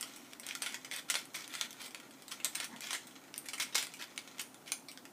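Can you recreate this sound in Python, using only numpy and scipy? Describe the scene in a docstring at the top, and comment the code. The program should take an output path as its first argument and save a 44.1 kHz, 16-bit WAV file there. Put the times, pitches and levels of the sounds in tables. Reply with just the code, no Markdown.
"""A plastic puzzle cube is twisted quickly by hand, a metre or two away in a small furnished room.
Its pieces clack together as each layer starts and stops, and rasp over each other while it turns.
Every knock is a crack plus the brief ring of a hollow shell, and sets the core ringing faintly.
A spring pings twice, there is one dull bump, and the room answers over low noise and fan hum."""
import sys
import numpy as np
from scipy import signal
from scipy.fft import rfft, irfft
from scipy.io import wavfile
from scipy.ndimage import uniform_filter1d

SR = 44100
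rng = np.random.default_rng(int(sys.argv[2]) if len(sys.argv) > 2 else 0)


def unload_audio(sound):
    """Save the sound as a 16-bit wav file, at the path given as the first command line argument."""
    columns = np.transpose(np.atleast_2d(sound))
    # keep every value between -1 and 1, then stretch to whole-number steps
    steps = np.round(np.clip(columns, -1, 1) * 32767)
    wavfile.write(sys.argv[1], SR, steps.astype(np.int16))


N = 225792


def undb(db):
    """Decibels to gain."""
    return 10 ** (np.asarray(db) / 20)


def unit(x):
    """Scale to rms 1."""
    return x / np.sqrt(np.mean(x ** 2) + 1e-30)


def seconds(length):
    """A time axis."""
    return np.arange(int(length * SR)) / SR


def fade(t, t60):
    """Exponential decay, 60 dB down at t60."""
    return np.exp(-np.log(1000) * t / t60)


def add(track, start_s, x):
    """Mix x into the track from start_s on."""
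    i = max(0, int(start_s * SR))
    track[i:i + len(x)] += x[:max(0, N - i)]


def band_pass(x, lo_hz, hi_hz, order):
    """Keep one band of a sound."""
    return signal.sosfilt(signal.butter(order, [lo_hz, hi_hz], "band", fs=SR, output="sos"), x)


def noise(spectrum):
    """Noise of rms 1, coloured by an EQ curve of (f/Hz, level/dB) points."""
    hz, db = np.transpose(spectrum)
    bins_hz = np.maximum(np.arange(N // 2 + 1) * SR / N, 1)
    curve = undb(np.interp(np.log(bins_hz), np.log(hz), db))
    return unit(irfft(rfft(rng.standard_normal(N)) * curve, N))


# colour of the room tone and microphone hiss: f/Hz, relative level/dB
ROOM_TONE_EQ = [(25, -33), (60, -18.5), (85, -24), (120, -6), (190, -4.5), (270, 4), (420, -7), (800, -6.5),
                (1300, -12), (2200, -17.5), (4000, -21), (9000, -20.5), (11000, -23.5), (15000, -22)]
# faint fan tones: f/Hz, level/dB
FAN_TONES = [(120, -95), (266, -73), (359, -75.5)]
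def background(floor_db=-58, waver=0.00426):
    """A bed of low room tone and hiss, with fan tones that drift slightly in pitch."""
    out = undb(floor_db) * noise(ROOM_TONE_EQ)
    for hz, db in FAN_TONES:
        drift = unit(uniform_filter1d(rng.standard_normal(N), size=8000))
        phase = 2 * np.pi * np.cumsum(hz * (1 + waver * drift)) / SR
        out += undb(db) * np.sqrt(2) * np.sin(phase)
    return out


def room(x, send_db, near_db=-5, near_t60=0.089, wall_db=-9, low_t60=0.28, high_t60=0.25, split_hz=5000):
    """The dry sound, quick echoes off hands and chest, and a short wall tail that loses treble first."""
    t = seconds(.22)
    near, walls = rng.standard_normal((2, len(t)))  # the cube moves, so each sound takes new paths
    near = near * (t > .001) * fade(t, near_t60)
    pole = np.exp(-2 * np.pi * split_hz / SR)
    low = signal.lfilter([1 - pole], [1, -pole], walls)
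    walls = (low * fade(t, low_t60) + (walls - low) * fade(t, high_t60)) * (t > .007)
    echoes = (undb(near_db) * unit(near) + undb(wall_db) * unit(walls)) / np.sqrt(len(t))
    return signal.fftconvolve(x, (t == 0) + undb(send_db) * echoes)


# dark colour of the bump: f/Hz, relative level/dB
BUMP_EQ = [(100, -33), (190, -13), (235, 2), (330, -17), (600, -24), (880, -9), (1200, -23), (2000, -14),
           (3200, -55)]
def bump(peak_s=2.742, peak_db=-48, slope_s=0.03):
    """One soft, muffled bump swells and dies away at the same rate."""
    t = np.arange(N) / SR - peak_s
    return undb(peak_db) * noise(BUMP_EQ) * np.exp(-np.abs(t) / slope_s)


def ring(t, modes, detune=0, scatter_db=0):
    """Decaying modes; detune and scatter shift their pitch and balance, as a blow on another spot does."""
    hz, db, t60 = np.transpose(modes)
    pitch, share = rng.standard_normal((2, len(hz)))
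    gain = undb(db + scatter_db * share) * rng.choice([-1, 1], len(hz))
    partials = np.sin(2 * np.pi * np.outer(hz * (1 + detune * pitch), t))
    return gain @ (partials * fade(t, t60[:, None]))


# long, thin ring of the core and its springs: f/Hz, relative level/dB, t60/s
CORE_MODES = [(889, -2, .09), (1403, 1, .09), (2138, 1, .08), (3577, -3, .1), (5739, -2, .09),
              (9016, -3, .06)]
# a spring's close, beating pair of modes: f/Hz, relative level/dB
SPRING_MODES = [(9380, 0), (9490, -4)]
# cues for a spring letting go: t/s, level/dB, t60/s
SPRING_PINGS = [(.01, -54, 0.18), (4.41, -57.5, 0.55)]
def springs(blows, core_db=-55):
    """The blows set the core ringing; twice a spring pings by itself."""
    t = seconds(.5)
    out = undb(core_db) * signal.fftconvolve(blows, ring(t, CORE_MODES))[:N]
    ping = sum(undb(db) * np.sin(2 * np.pi * hz * t) for hz, db in SPRING_MODES)
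    for start_s, db, t60 in SPRING_PINGS:
        add(out, start_s, undb(db) * ping * fade(t, t60))
    return out


# hollow body of one plastic piece: f/Hz, relative level/dB, t60/s
SHELL_MODES = [(486, -30, 0.027), (656, -30, 0.026), (1027, -15, 0.027), (1419, -8.5, 0.029),
               (1886, -0.5, 0.0092), (2131, -1, 0.017), (2490, -3, 0.014), (3140, 0.5, 0.01),
               (3430, -6, 0.011), (3710, -3, 0.01), (4247, -5.5, 0.012), (5020, -4.5, 0.0053),
               (5840, 3.5, 0.0052), (6420, 6.5, 0.0038), (7690, 5, 0.0059), (8700, -1, 0.0038),
               (9190, -2.5, 0.0013), (12540, -3, .004), (13450, -11, 0.0053)]
def knock(crack_db=14, crack_t60=0.0029, bounce_db=-9):
    """Hard plastic meets plastic: a crack, the ring of the shell, and a weaker rebound."""
    t = seconds(.02)
    bursts = rng.standard_normal((2, len(t))) * fade(t, crack_t60)
    cracks = undb(crack_db) * band_pass(bursts, 1420, 15200, order=1)  # small pieces radiate little bass
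    hit, rebound = (crack + ring(t, SHELL_MODES, detune=0.045, scatter_db=3) for crack in cracks)
    lag = int(rng.uniform(.0006, .003) * SR)
    return hit + undb(bounce_db) * np.pad(rebound, (lag, 0))[:len(t)]


def registers(x):
    """Split a sound into hollow clack, sharp snap and top tick."""
    clack = band_pass(x, 440, 4520, order=3)
    snap = band_pass(x, 4800, 10230, order=4)
    tick = band_pass(x, 11640, 18800, order=3)
    return clack, snap, tick


def chatter(size, per_s, scatter_db, pieces=4):
    """Friction as a run of tiny knocks of uneven strength, shared among several pieces."""
    shape = (pieces, size)
    strength = undb(scatter_db * np.clip(rng.standard_normal(shape), -2, 2))
    slipping = rng.random(shape) < per_s / pieces / SR
    slips = slipping * strength * rng.choice([-1, 1], shape)
    return sum(signal.oaconvolve(piece, knock()) for piece in slips)


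LET_GO_S = 4.35  # one hand leaves the cube
def loose_pieces(grip_db=-62, settle_db_per_s=32):
    """The pieces rub and shift faintly under the fingers; they settle once a hand lets go."""
    shifts = chatter(N, per_s=130, scatter_db=5.5, pieces=6)
    muffled = band_pass(shifts, 620, 4400, order=1)
    resting_s = np.maximum(np.arange(N) / SR - LET_GO_S, 0)
    return unit(room(muffled, send_db=6.5)[:N]) * undb(grip_db - settle_db_per_s * resting_s)


# notes of a struck piece, the low one for soft contacts and the high one for hard:
# f/Hz, spread between pieces/octaves, level against the knock/dB, lift/dB per dB of hardness
PIECE_NOTES = [(3217, 0.16, -7.5, -0.2), (8640, 0.074, -12, 1.2)]
def click(clack_db, hardness_db, note_t60=0.0049, usual_clack_db=-47):
    """One knock with two notes damped by the grip; hardness is the snap's level above the clack."""
    hit = unit(knock())
    t = np.arange(len(hit)) / SR
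    for hz, spread, note_db, lift in PIECE_NOTES:
        note_hz = hz * 2 ** (spread * rng.standard_normal())
        note = np.sin(2 * np.pi * note_hz * t) * fade(t, note_t60)
        hit = hit + undb(min(note_db + lift * hardness_db, 0)) * unit(note)
    # a hard or light contact is short, which lifts the top tick
    tick_db = -10.5 + 1.55 * hardness_db - 0.26 * (clack_db - usual_clack_db)
    gains = undb(clack_db + np.array([0, hardness_db, tick_db]))
    attack = int(.004 * SR)
    return sum(gain * part / np.std(part[:attack]) for part, gain in zip(registers(hit), gains))


def stray_knocks(per_s=5, level_db=-55.5, scatter_db=4, hardness_spread_db=3):
    """Loose pieces tap their neighbours at uneven moments while both hands are at work."""
    out = np.zeros(N)
    for slot in range(int(per_s * LET_GO_S)):
        force, hardness = np.clip(rng.standard_normal(2), -2, 2)
        tap = click(level_db + scatter_db * force, hardness_spread_db * hardness)
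        add(out, (slot + rng.random()) / per_s, room(tap, send_db=5))
    return out


# cues for sliding layers; a pushed one swells, a flicked one runs down:
# start t/s, end t/s, clack level midway/dB, swell from start to end/dB
LAYER_TURNS = [(0, 0.316, -62, -10), (0.432, 0.536, -54, 7), (.616, 0.765, -51.5, -2),
               (0.918, 1.001, -47.5, 1), (1.086, 1.12, -47.5, 6), (1.144, 1.22, -51, -14),
               (1.343, 1.443, -50.5, -9), (1.492, 1.662, -51.5, 4.5), (1.795, 1.884, -52.5, -4.5),
               (2.31, 2.344, -52.5, -10), (2.557, 2.643, -47.5, 11), (2.815, 2.906, -49, -2),
               (2.909, 2.954, -44.5, 5), (3.596, 3.647, -43.5, -19), (3.746, 3.854, -44, -14),
               (3.991, 4.043, -49.5, 2.5), (4.393, 4.427, -51.5, -13), (4.66, 4.72, -58.5, -2)]
def rasp(even_snap_db=-4.5, dulling_per_swell=0.26, tick_over_snap_db=-9):
    """A turning layer catches and slips on the edges of its neighbours until it stops."""
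    out = np.zeros(N)
    t = seconds(.35)
    for start_s, end_s, db, swell_db in LAYER_TURNS:
        grains = chatter(len(t), per_s=1600, scatter_db=4.5)[:len(t)]
        snap_db = even_snap_db - dulling_per_swell * swell_db  # a flick is brighter than a push
        gains = undb([0, snap_db, snap_db + tick_over_snap_db])
        scrape = sum(gain * unit(part) for part, gain in zip(registers(grains), gains))
        progress = np.minimum(t / (end_s - start_s), 1)
        pressure = undb(db + swell_db * (progress - .5)) * (progress < 1)
        add(out, start_s, room(pressure * scrape, send_db=0))
    return out


# cues for the lead clacks: t/s, clack level/dB, hardness/dB, room send/dB
TURN_CLACKS = [(0.0102, -48.5, 10.5, 2), (0.0276, -39, -1, 2), (0.3336, -47, -2.5, -4), (.398, -52, 7.5, 2),
               (.433, -52.5, -5, 7), (0.4661, -46.5, 6, 0), (0.4881, -42.5, -0.5, 4.5),
               (0.5097, -38, -12, -5), (.5517, -39.5, 1, 1), (0.6209, -38.5, 3, 5),
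               (0.6622, -37.5, -5, 7.5), (0.7435, -39, -1, 3.5), (.8472, -46.5, 0.5, 4.5),
               (0.9132, -39, -5, 4.5), (.9381, -41, -4.5, 0), (0.963, -47, 7, -0.5), (1.1002, -32, 2, 5),
               (1.1052, -39.5, 4, 4), (1.142, -33.5, -4, -4), (1.154, -31.5, -5.5, 3),
               (1.2548, -56.5, 4.5, -2), (1.3478, -42, -6, 3), (1.3578, -56, 11.5, -2),
               (1.4436, -49.5, -3, 3.5), (1.4777, -51, 4, -1), (1.5389, -44, -2.5, 6),
               (1.552, -41, -0.5, 2.5), (1.6118, -30, -2, -0.5), (1.707, -50, 2, 3), (1.7294, -53, 3, -2),
               (1.817, -48, 0.5, -14), (1.8592, -56, 5.5, 9), (1.9468, -41, -4.5, .5),
               (2.0001, -51.5, -3, 3.5), (2.2221, -55, 1.5, 2), (2.281, -51, 3, 4), (2.3149, -47, 0, 9),
               (2.3223, -44, 0, -6), (2.4009, -47, -6.5, 5.5), (2.4461, -36, 8.5, 2.5),
               (2.451, -41.5, -2, 8), (2.55, -44.5, 0, -9), (2.5539, -38.5, 5, 2), (2.6015, -39.5, -0.5, 5),
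               (2.6437, -44.5, 3.5, 4.5), (2.807, -48.5, 5, -0.5), (2.8416, -45, -2, 0),
               (2.8715, -45.5, 1, 0), (2.9073, -38, -1, 4.5), (2.9305, -36, -1.5, 6.5), (2.9486, -41, 0, 8),
               (3.0702, -57.5, 4, 8), (3.162, -52.5, -8.5, 0), (3.341, -44.5, -1, -4),
               (3.379, -50.5, 12.5, 0.5), (3.4571, -56.5, 0, 13), (3.4864, -43, 2.5, 4),
               (3.5335, -42.5, -0.5, 8), (3.58, -47.5, -1.5, 10), (3.6033, -34, -13, 7.5),
               (3.623, -42.5, 4, 5), (3.726, -52.5, -8, 11.5), (3.754, -30.5, -1, 0),
               (3.7565, -34.5, 3.5, 1), (3.7806, -35.5, 1, 5.5), (3.827, -40.5, 2, 1.5),
               (3.869, -46, 1, -2), (3.9385, -49, 1, 5.5), (4.0237, -41.5, -6.5, 0), (4.1614, -59, 3, 4),
               (4.1776, -36.5, -3, -2.5), (4.2758, -50.5, -3.5, 4.5), (4.3835, -49, -2, 1),
               (4.3958, -39.5, 0, 3), (4.415, -53.5, 11, 1), (4.544, -56, 2, 1), (4.6769, -50, -3, 8),
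               (4.7197, -36, 6, 1.5), (4.8852, -49, -2.5, 8), (4.9152, -54.5, 4, 3.5),
               (4.9744, -47.5, -3.5, 0.5), (5.0536, -50, -2.5, 1.5)]
def turn_clacks():
    """Pieces knock as a layer starts, catches or lands; a hit shielded by the hands sounds roomier."""
    out = np.zeros(N)
    for start_s, clack_db, hardness_db, send_db in TURN_CLACKS:
        add(out, start_s, room(click(clack_db, hardness_db), send_db))
    return out


def scene():
    """Mono mix of the cube, its springs and the bump over the room tone."""
    cube = turn_clacks() + rasp() + loose_pieces() + stray_knocks()
    return (cube + springs(cube) + bump() + background())[None]


def record(dry):
    """A phone's steep high cut at 15.2 kHz takes off the top air."""
    return signal.sosfilt(signal.ellip(10, .2, 70, 15200, fs=SR, output="sos"), dry)


dry = scene()
out = record(dry)
unload_audio(out)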